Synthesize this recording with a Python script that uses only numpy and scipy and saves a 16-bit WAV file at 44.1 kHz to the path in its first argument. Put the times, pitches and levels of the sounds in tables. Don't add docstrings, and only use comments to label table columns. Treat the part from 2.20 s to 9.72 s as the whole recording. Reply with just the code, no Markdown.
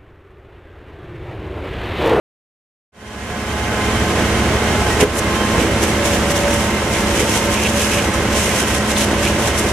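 import sys
import numpy as np
from scipy import signal
from scipy.fft import rfft, irfft
from scipy.io import wavfile
from scipy.ndimage import uniform_filter1d

SR = 44100
rng = np.random.default_rng(int(sys.argv[2]) if len(sys.argv) > 2 else 0)


def generate_wav(sig):
    pcm = np.round(np.clip(np.atleast_2d(sig).T, -1, 1) * 32767).astype(np.int16)
    wavfile.write(sys.argv[1], SR, pcm)


N = 331632
T, HZ = np.arange(N) / SR, np.fft.rfftfreq(N, 1 / SR)
MOTOR_HZ, MESH_HZ = 30.14, 211.2
BITE_S, GRIP_S = 3.16, 0.56


def gain_of(db):
    return 10 ** (np.asarray(db) / 20)


def unit_rms(x):
    return x / np.sqrt(np.mean(x ** 2) + 1e-20)


def at_hz(table, hz):
    table_hz, value = np.transpose(table)
    return np.interp(np.log(hz + 1), np.log(table_hz + 1), value)


def drift(rate_hz, size=4096):
    t = np.linspace(0, T[-1], size)
    rolloff = 1 + (np.fft.rfftfreq(size, t[1]) / rate_hz) ** 4
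    slow = irfft(rfft(rng.standard_normal(size)) / rolloff)
    return np.interp(T, t, unit_rms(slow))


def burst(peak_s, db, length_s):
    width_s = length_s * np.where(T < peak_s, 1.2, .75)
    return gain_of(db) * np.exp(-2 * ((T - peak_s) / width_s) ** 2)


def loaded(idle, load):
    return idle + (load - idle) * np.clip((T - BITE_S) / GRIP_S + .5, 0, 1)


# (time [s], effort [dB])
SHAFT_EFFORT = [(1.6, -2), (2.1, 1.5), (2.75, .5), (2.9, 2), (3.05, 0), (3.28, -.5), (3.4, 5), (3.62, 1),
                (4.3, 0.5), (4.5, -1.5), (5.0, .5), (5.2, -1), (5.72, -2.5), (6.0, 0), (6.14, -0.5),
                (6.62, -2), (7.0, 0.5), (7.5, -.5)]


def effort_db():
    return np.interp(T, *np.transpose(SHAFT_EFFORT))


# (frequency [Hz], correlation [0-1])
EAR_CORRELATION = [(60, 0.99), (250, .99), (500, 0.96), (1000, 0.86), (2000, 0.65), (4000, 0.077),
                   (8000, 0.11), (14000, 0.18)]


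def coloured(pair, spectrum, band_hz):
    left, other = rfft(pair) * gain_of(at_hz(spectrum, HZ))
    likeness = at_hz(EAR_CORRELATION, HZ)
    ears = np.array([left, likeness * left + np.sqrt(1 - likeness ** 2) * other])
    in_band = (HZ > band_hz[0]) * (HZ < band_hz[1])
    return irfft(ears, N) / np.std(irfft(ears.mean(0) * in_band, N))


def tone(hz, db, flutter, flutter_hz):
    carrier = np.exp(2j * np.pi * (np.cumsum(hz * np.ones(N)) / SR + rng.random()))
    wobble = 1 + flutter * (drift(flutter_hz) + 1j * drift(flutter_hz))
    line = carrier * wobble / np.sqrt(.5 + flutter ** 2)
    spread_rad = np.arccos(at_hz(EAR_CORRELATION, np.mean(hz))) * rng.choice([-.5, .5])
    return gain_of(db) * np.array([line * np.exp(1j * spread_rad), line * np.exp(-1j * spread_rad)]).real


# (frequency [Hz], level [dB])
HUM_LINES = [(30.6, -44.5), (55.2, -42), (60.3, -36), (62.6, -33.5), (75.4, -27), (105.6, -29),
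             (120.9, -36), (150.7, -42), (180, -37.5), (185.7, -43.5), (226.8, -37), (231, -36)]


def motors():
    swell = gain_of(0.77 * effort_db() + loaded(0.7, -1.5))
    return swell * sum(tone(hz, db, flutter=0.061, flutter_hz=2.0) for hz, db in HUM_LINES)


# (harmonic [n], idle level [dB], load level [dB])
MESH_HARMONICS = [(1, -29.5, -27.5), (2, -31, -37), (3, -38, -42), (4, -33, -39.5), (5, -35.5, -37.5),
                  (6, -44, -50), (7, -38, -44), (9, -43, -43), (10, -36.5, -38)]
# (frequency [Hz], idle level [dB], load level [dB])
BEARING_WHINES = [(513.7, -41, -37.5), (721, -34, -44), (913, -48, -42.5), (1035, -36, -38.5),
                  (1552, -37.5, -40), (1659, -41, -44.5), (1673, -45, -43), (2087, -39.5, -40.5),
                  (2584, -49, -47), (3124, -37.5, -41), (5500, -49, -56)]


def gears():
    mesh_hz = MESH_HZ * (1 + 0.0007 * drift(1.13))
    jolt = burst(peak_s=3.7, db=-21, length_s=0.072)
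    out = jolt * tone(mesh_hz, 0, flutter=0.085, flutter_hz=11)
    for order, idle_db, load_db in MESH_HARMONICS:
        out += tone(order * mesh_hz, loaded(idle_db, load_db), 0.19 * np.sqrt(order), flutter_hz=5.3)
    for hz, idle_db, load_db in BEARING_WHINES:
        whine_hz = hz * (1 + 0.000897 * drift(1.54))
        whine_db = loaded(idle_db, load_db) + 1.2 * drift(2.9)
        out += tone(whine_hz, whine_db, flutter=0.51, flutter_hz=9)
    return out


# (frequency [Hz], density [dB])
RUMBLE_SPECTRUM = [(15, -26), (27, -15), (36, -5), (80, 2), (130, -1), (200, 2.5), (300, 0.5), (460, 1),
                   (600, -2.5), (720, -5.5), (1000, -12.5), (1600, -19.5), (4000, -53)]
# (frequency [Hz], density [dB])
CHURN_SPECTRUM = [(300, -15), (700, -1.5), (1100, 0), (1900, -0.5), (2400, -3), (2900, -3.5), (3500, -7),
                  (4600, -11.5), (6000, -10), (7200, -12), (10000, -17.5), (12000, -21), (15000, -41)]


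def cutters(rumble_db=-23, churn_db=-26, muffle_db=-0.7):
    turn_rad = 2 * np.pi * MOTOR_HZ * T
    pulsing = 1 + 0.19 * np.cos(2 * turn_rad) + 0.14 * np.cos(4 * turn_rad)
    rumble = rng.standard_normal((2, N)) * pulsing * gain_of(drift(41))
    churn = rng.standard_normal((2, N)) * gain_of(0.66 * drift(30))
    rumble = coloured(rumble, RUMBLE_SPECTRUM, band_hz=(230, 700))
    churn = coloured(churn, CHURN_SPECTRUM, band_hz=(950, 2200))
    rumble *= gain_of(rumble_db + effort_db())
    churn *= gain_of(churn_db + 0.58 * effort_db() + loaded(0, muffle_db))
    return rumble + churn


# (time [s], level [dB], length [s])
FOLD_GROANS = [(3.883, -27.5, 0.12), (4.055, -28, 0.039), (4.29, -22, .18), (5.003, -29, 0.15),
               (5.253, -29, 0.14), (5.574, -27.5, 0.058), (5.785, -26.5, 0.087), (6.135, -41, 0.049),
               (7.2, -35, 0.38)]


def drive():
    motor_hz = MOTOR_HZ * (1 + 0.00199 * drift(1.64))
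    sing = gain_of(loaded(-38.5, -34) + 1.6 * drift(12))
    groans = sum(burst(*row) for row in FOLD_GROANS)
    high = (sing + groans) * tone(19 * motor_hz, 0, flutter=0.26, flutter_hz=13)
    low_db = loaded(-33.5, -31) + 2 * effort_db()
    return high + tone(11 * motor_hz, low_db, flutter=0.16, flutter_hz=16)


# (time [s], level [dB], length [s], pitch [Hz])
DISC_SQUEAKS = [(2.732, -28, 0.07, 1900), (3.17, -28.5, 0.51, 1058), (3.063, -30, 0.089, 2105),
                (3.195, -35, .08, 3128), (4.4, -32.5, 0.27, 914), (5.248, -33, 0.77, 909),
                (6.58, -36, .08, 1900)]


def squeaks():
    return sum(burst(time_s, db, length_s) * tone(hz, 0, flutter=0.18, flutter_hz=25)
               for time_s, db, length_s, hz in DISC_SQUEAKS)


def fibres(per_s, spread_db, clump_db):
    size = gain_of(spread_db * np.minimum(rng.exponential(1, N), 4) + clump_db * drift(64))
    snaps = size ** 2 * (rng.random(N) < per_s / SR)
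    t = T[:SR // 10]
    decay = np.exp(-t / 0.00029) + 0.017 * np.exp(-t / 0.011)
    power = signal.fftconvolve(snaps, decay)[:N]
    return rng.standard_normal((2, N)) * np.sqrt(abs(power))


# (time [s], level [dB], length [s], centre [Hz])
RASP_STROKES = [(2.818, -25, .022, 2120), (3.412, -24.5, .04, 2390), (4.766, -25, 0.032, 2270),
                (5.005, -22.5, 0.028, 2200), (5.39, -26, .07, 2550), (5.46, -23, 0.03, 2600),
                (5.61, -23.5, 0.02, 2640), (5.734, -22, 0.029, 2500), (5.788, -24, 0.032, 2420),
                (6.304, -25.5, .04, 1940), (6.773, -27, .014, 3700), (6.825, -26.5, .022, 3600),
                (7.071, -24.5, 0.023, 2500), (7.28, -29, .025, 2390)]


def rasps(half_width_oct=0.25, crossfeed=0.64):
    slips = rfft(fibres(per_s=1100, spread_db=1.0, clump_db=2.8))
    out = np.zeros((2, N))
    for time_s, db, length_s, hz in RASP_STROKES:
        band = 1 / (1 + (np.log2((HZ + 1) / hz) / half_width_oct) ** 2)
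        out += burst(time_s, db, length_s) * unit_rms(irfft(slips * band, N))
    return gain_of(-1) * (out + crossfeed * out[::-1])


# (time [s], level [dB])
CARPET_BLOWS = [(2.803, -7), (2.827, 1.5), (2.8318, -7), (2.8418, -7), (3.375, -10), (3.397, -10),
                (3.436, -8), (5.005, -7.5)]
# (frequency [Hz], level [dB], T60 [s])
BOX_MODES = [(111, -16, 0.13), (198, -18, .1), (293, -7, .08), (365, -7, 0.061), (420, 1, 0.058),
             (494, -5, 0.1), (967, -10, 0.041), (1990, -22, .04)]
# (frequency [Hz], density [dB])
SLAP_SPECTRUM = [(40, -3), (200, 4), (500, 2), (1000, -9), (1800, -5.5), (3200, -10), (6000, -46)]


def thumps(attack_s=0.0024):
    t = T[:SR // 3]
    ring = sum(gain_of(db - 60 * t / t60_s) * np.sin(2 * np.pi * hz * t) for hz, db, t60_s in BOX_MODES)
    ring *= 1 - np.exp(-t / attack_s)
    blows = np.zeros(N)
    for time_s, db in CARPET_BLOWS:
        blows[round(time_s * SR)] += gain_of(db)
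    cloth = coloured(rng.standard_normal((2, N)), SLAP_SPECTRUM, band_hz=(200, 2000))
    slap = burst(peak_s=2.829, db=-12, length_s=0.031) * cloth
    return signal.fftconvolve(blows, ring)[:N] + slap


def tear(start_s, length_s, db, rise_s=.004, release_s=0.027):
    build = np.clip((T - start_s) / (rise_s + .5 * length_s), 0, 1)
    release = np.exp(-np.maximum(T - start_s - length_s, 0) / release_s)
    return gain_of(db) * build * release


# (start [s], length [s], level [dB])
HOOK_TEARS = [(3.365, 0.066, -26.5), (3.6, 0.054, -26), (3.652, 0.048, -27), (3.828, 0.058, -26),
              (3.904, 0.057, -25), (4.03, .1, -32), (4.146, .027, -23), (4.188, 0.034, -30),
              (4.26, 0.092, -27.5), (4.336, .11, -29), (4.68, 0.13, -28), (4.823, .11, -31),
              (4.92, 0.098, -24.5), (5.013, 0.17, -23.5), (5.2, .06, -28), (5.288, 0.056, -24.5),
              (5.35, 0.15, -27), (5.508, 0.16, -23.5), (5.66, .125, -25), (5.8, .05, -29),
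              (5.931, 0.011, -27), (6.09, .17, -22.5), (6.25, 0.08, -26.5), (6.308, .11, -22.5),
              (6.446, .065, -25.5), (6.52, .055, -26.5), (6.665, 0.048, -24.5), (6.74, 0.089, -23),
              (6.978, 0.11, -25), (7.137, .15, -28.5), (7.33, 0.1, -28), (7.45, 0.049, -28)]
# (time [s], level [dB], length [s], brightness [0-1])
SCUFFS_AND_RIPS = [(2.715, -31, 0.18, 0), (2.813, -19, 0.016, 0.2), (2.835, -20.5, 0.017, .7),
                   (2.968, -20, 0.027, 1), (2.992, -16, 0.012, 0.9), (3.637, -22, .02, .7),
                   (3.87, -29, .03, .5), (4.115, -22.5, 0.018, .5), (4.344, -24, .012, .8),
                   (5.003, -26, .018, .3), (6.24, -28, .025, .9), (6.55, -24, 0.019, 0.2),
                   (6.714, -23.5, 0.015, 0), (6.783, -27, 0.014, 0.2), (6.816, -24, 0.02, 0.7),
                   (6.845, -22, .011, .4), (7.281, -23, .018, 0.8), (7.394, -18, 0.018, 1)]
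# (frequency [Hz], density [dB])
TEAR_SPECTRUM = [(500, -20), (1500, 0.5), (2900, 6.5), (4600, -1.5), (5700, 5), (7000, 3.5), (9600, -0.5),
                 (12000, -5.5), (14000, -15), (15500, -32)]
# (frequency [Hz], density [dB])
SNAP_SPECTRUM = [(1500, -2), (4600, -8), (6000, -1.5), (10000, -3), (12500, -10), (15500, -26)]


def carpet(slide_db=-37.5, treble_hz=(5000, 13000)):
    slide_power = gain_of(slide_db) ** 2 * loaded(0, 0.95)
    pull = np.sqrt(sum(tear(*row) ** 2 for row in HOOK_TEARS) + slide_power)
    dull, sharp = np.zeros((2, N))
    for time_s, db, length_s, brightness in SCUFFS_AND_RIPS:
        envelope = burst(time_s, db, length_s)
        dull += envelope * np.sqrt(1 - brightness)
        sharp += envelope * np.sqrt(brightness)
    tearing = coloured(fibres(per_s=2600, spread_db=3.0, clump_db=0.95), TEAR_SPECTRUM, treble_hz)
    snapping = coloured(fibres(per_s=6600, spread_db=2.0, clump_db=-2.0), SNAP_SPECTRUM, treble_hz)
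    return gain_of(-3) * np.hypot(pull, dull) * tearing + gain_of(-4) * sharp * snapping


# (delay [s], level [dB])
WALL_ECHOES = [(.0031, -17), (.0053, -17), (.0089, -19)]


def hopper(x, corner_hz=1000):
    echoes = sum(gain_of(db) * np.exp(-2j * np.pi * HZ * delay_s) for delay_s, db in WALL_ECHOES)
    comb = abs(1 + echoes * HZ / (HZ + corner_hz))
    return irfft(rfft(x) * unit_rms(comb), N)


# (frequency [Hz], left minus right [dB])
EAR_BALANCE = [(60, -1.5), (1100, -1.3), (1800, -3), (3000, -3.5), (4500, -1.2), (6400, -2), (8000, 2.5),
               (9800, 6), (12000, -4), (15000, 2)]


def scene():
    mix = motors() + gears() + drive() + squeaks() + thumps() + hopper(cutters() + carpet() + rasps())
    balance = gain_of(np.outer([.5, -.5], at_hz(EAR_BALANCE, HZ)))
    return irfft(rfft(mix) * balance, N)


def record(dry):
    threshold_db, recovery_db_per_s, smooth_s = -14.5, 45, 0.023
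    ceiling, fade_in_s, cutoff_hz = .9, (.72, 1.664), 15400
    power_db = 10 * np.log10(abs(uniform_filter1d((dry ** 2).mean(0), 500)) + 1e-12)
    recovery_db = recovery_db_per_s * T
    held_db = np.maximum.accumulate(power_db + recovery_db) - recovery_db
    over_db = np.maximum(held_db - threshold_db, 0)
    pole = np.exp(-1 / (smooth_s * SR))
    ducked = dry / gain_of(0.64 * signal.lfilter([1 - pole], [1, -pole], over_db))
    rounded = ducked / (1 + (ducked / ceiling) ** 6) ** (1 / 6)
    faded = rounded * np.interp(T, fade_in_s, [0, 1])
    lowpass = signal.firwin(511, cutoff_hz, window=("kaiser", 9), fs=SR)
    return signal.oaconvolve(faded, lowpass[None], "same")


dry = scene()
out = record(dry)
generate_wav(out)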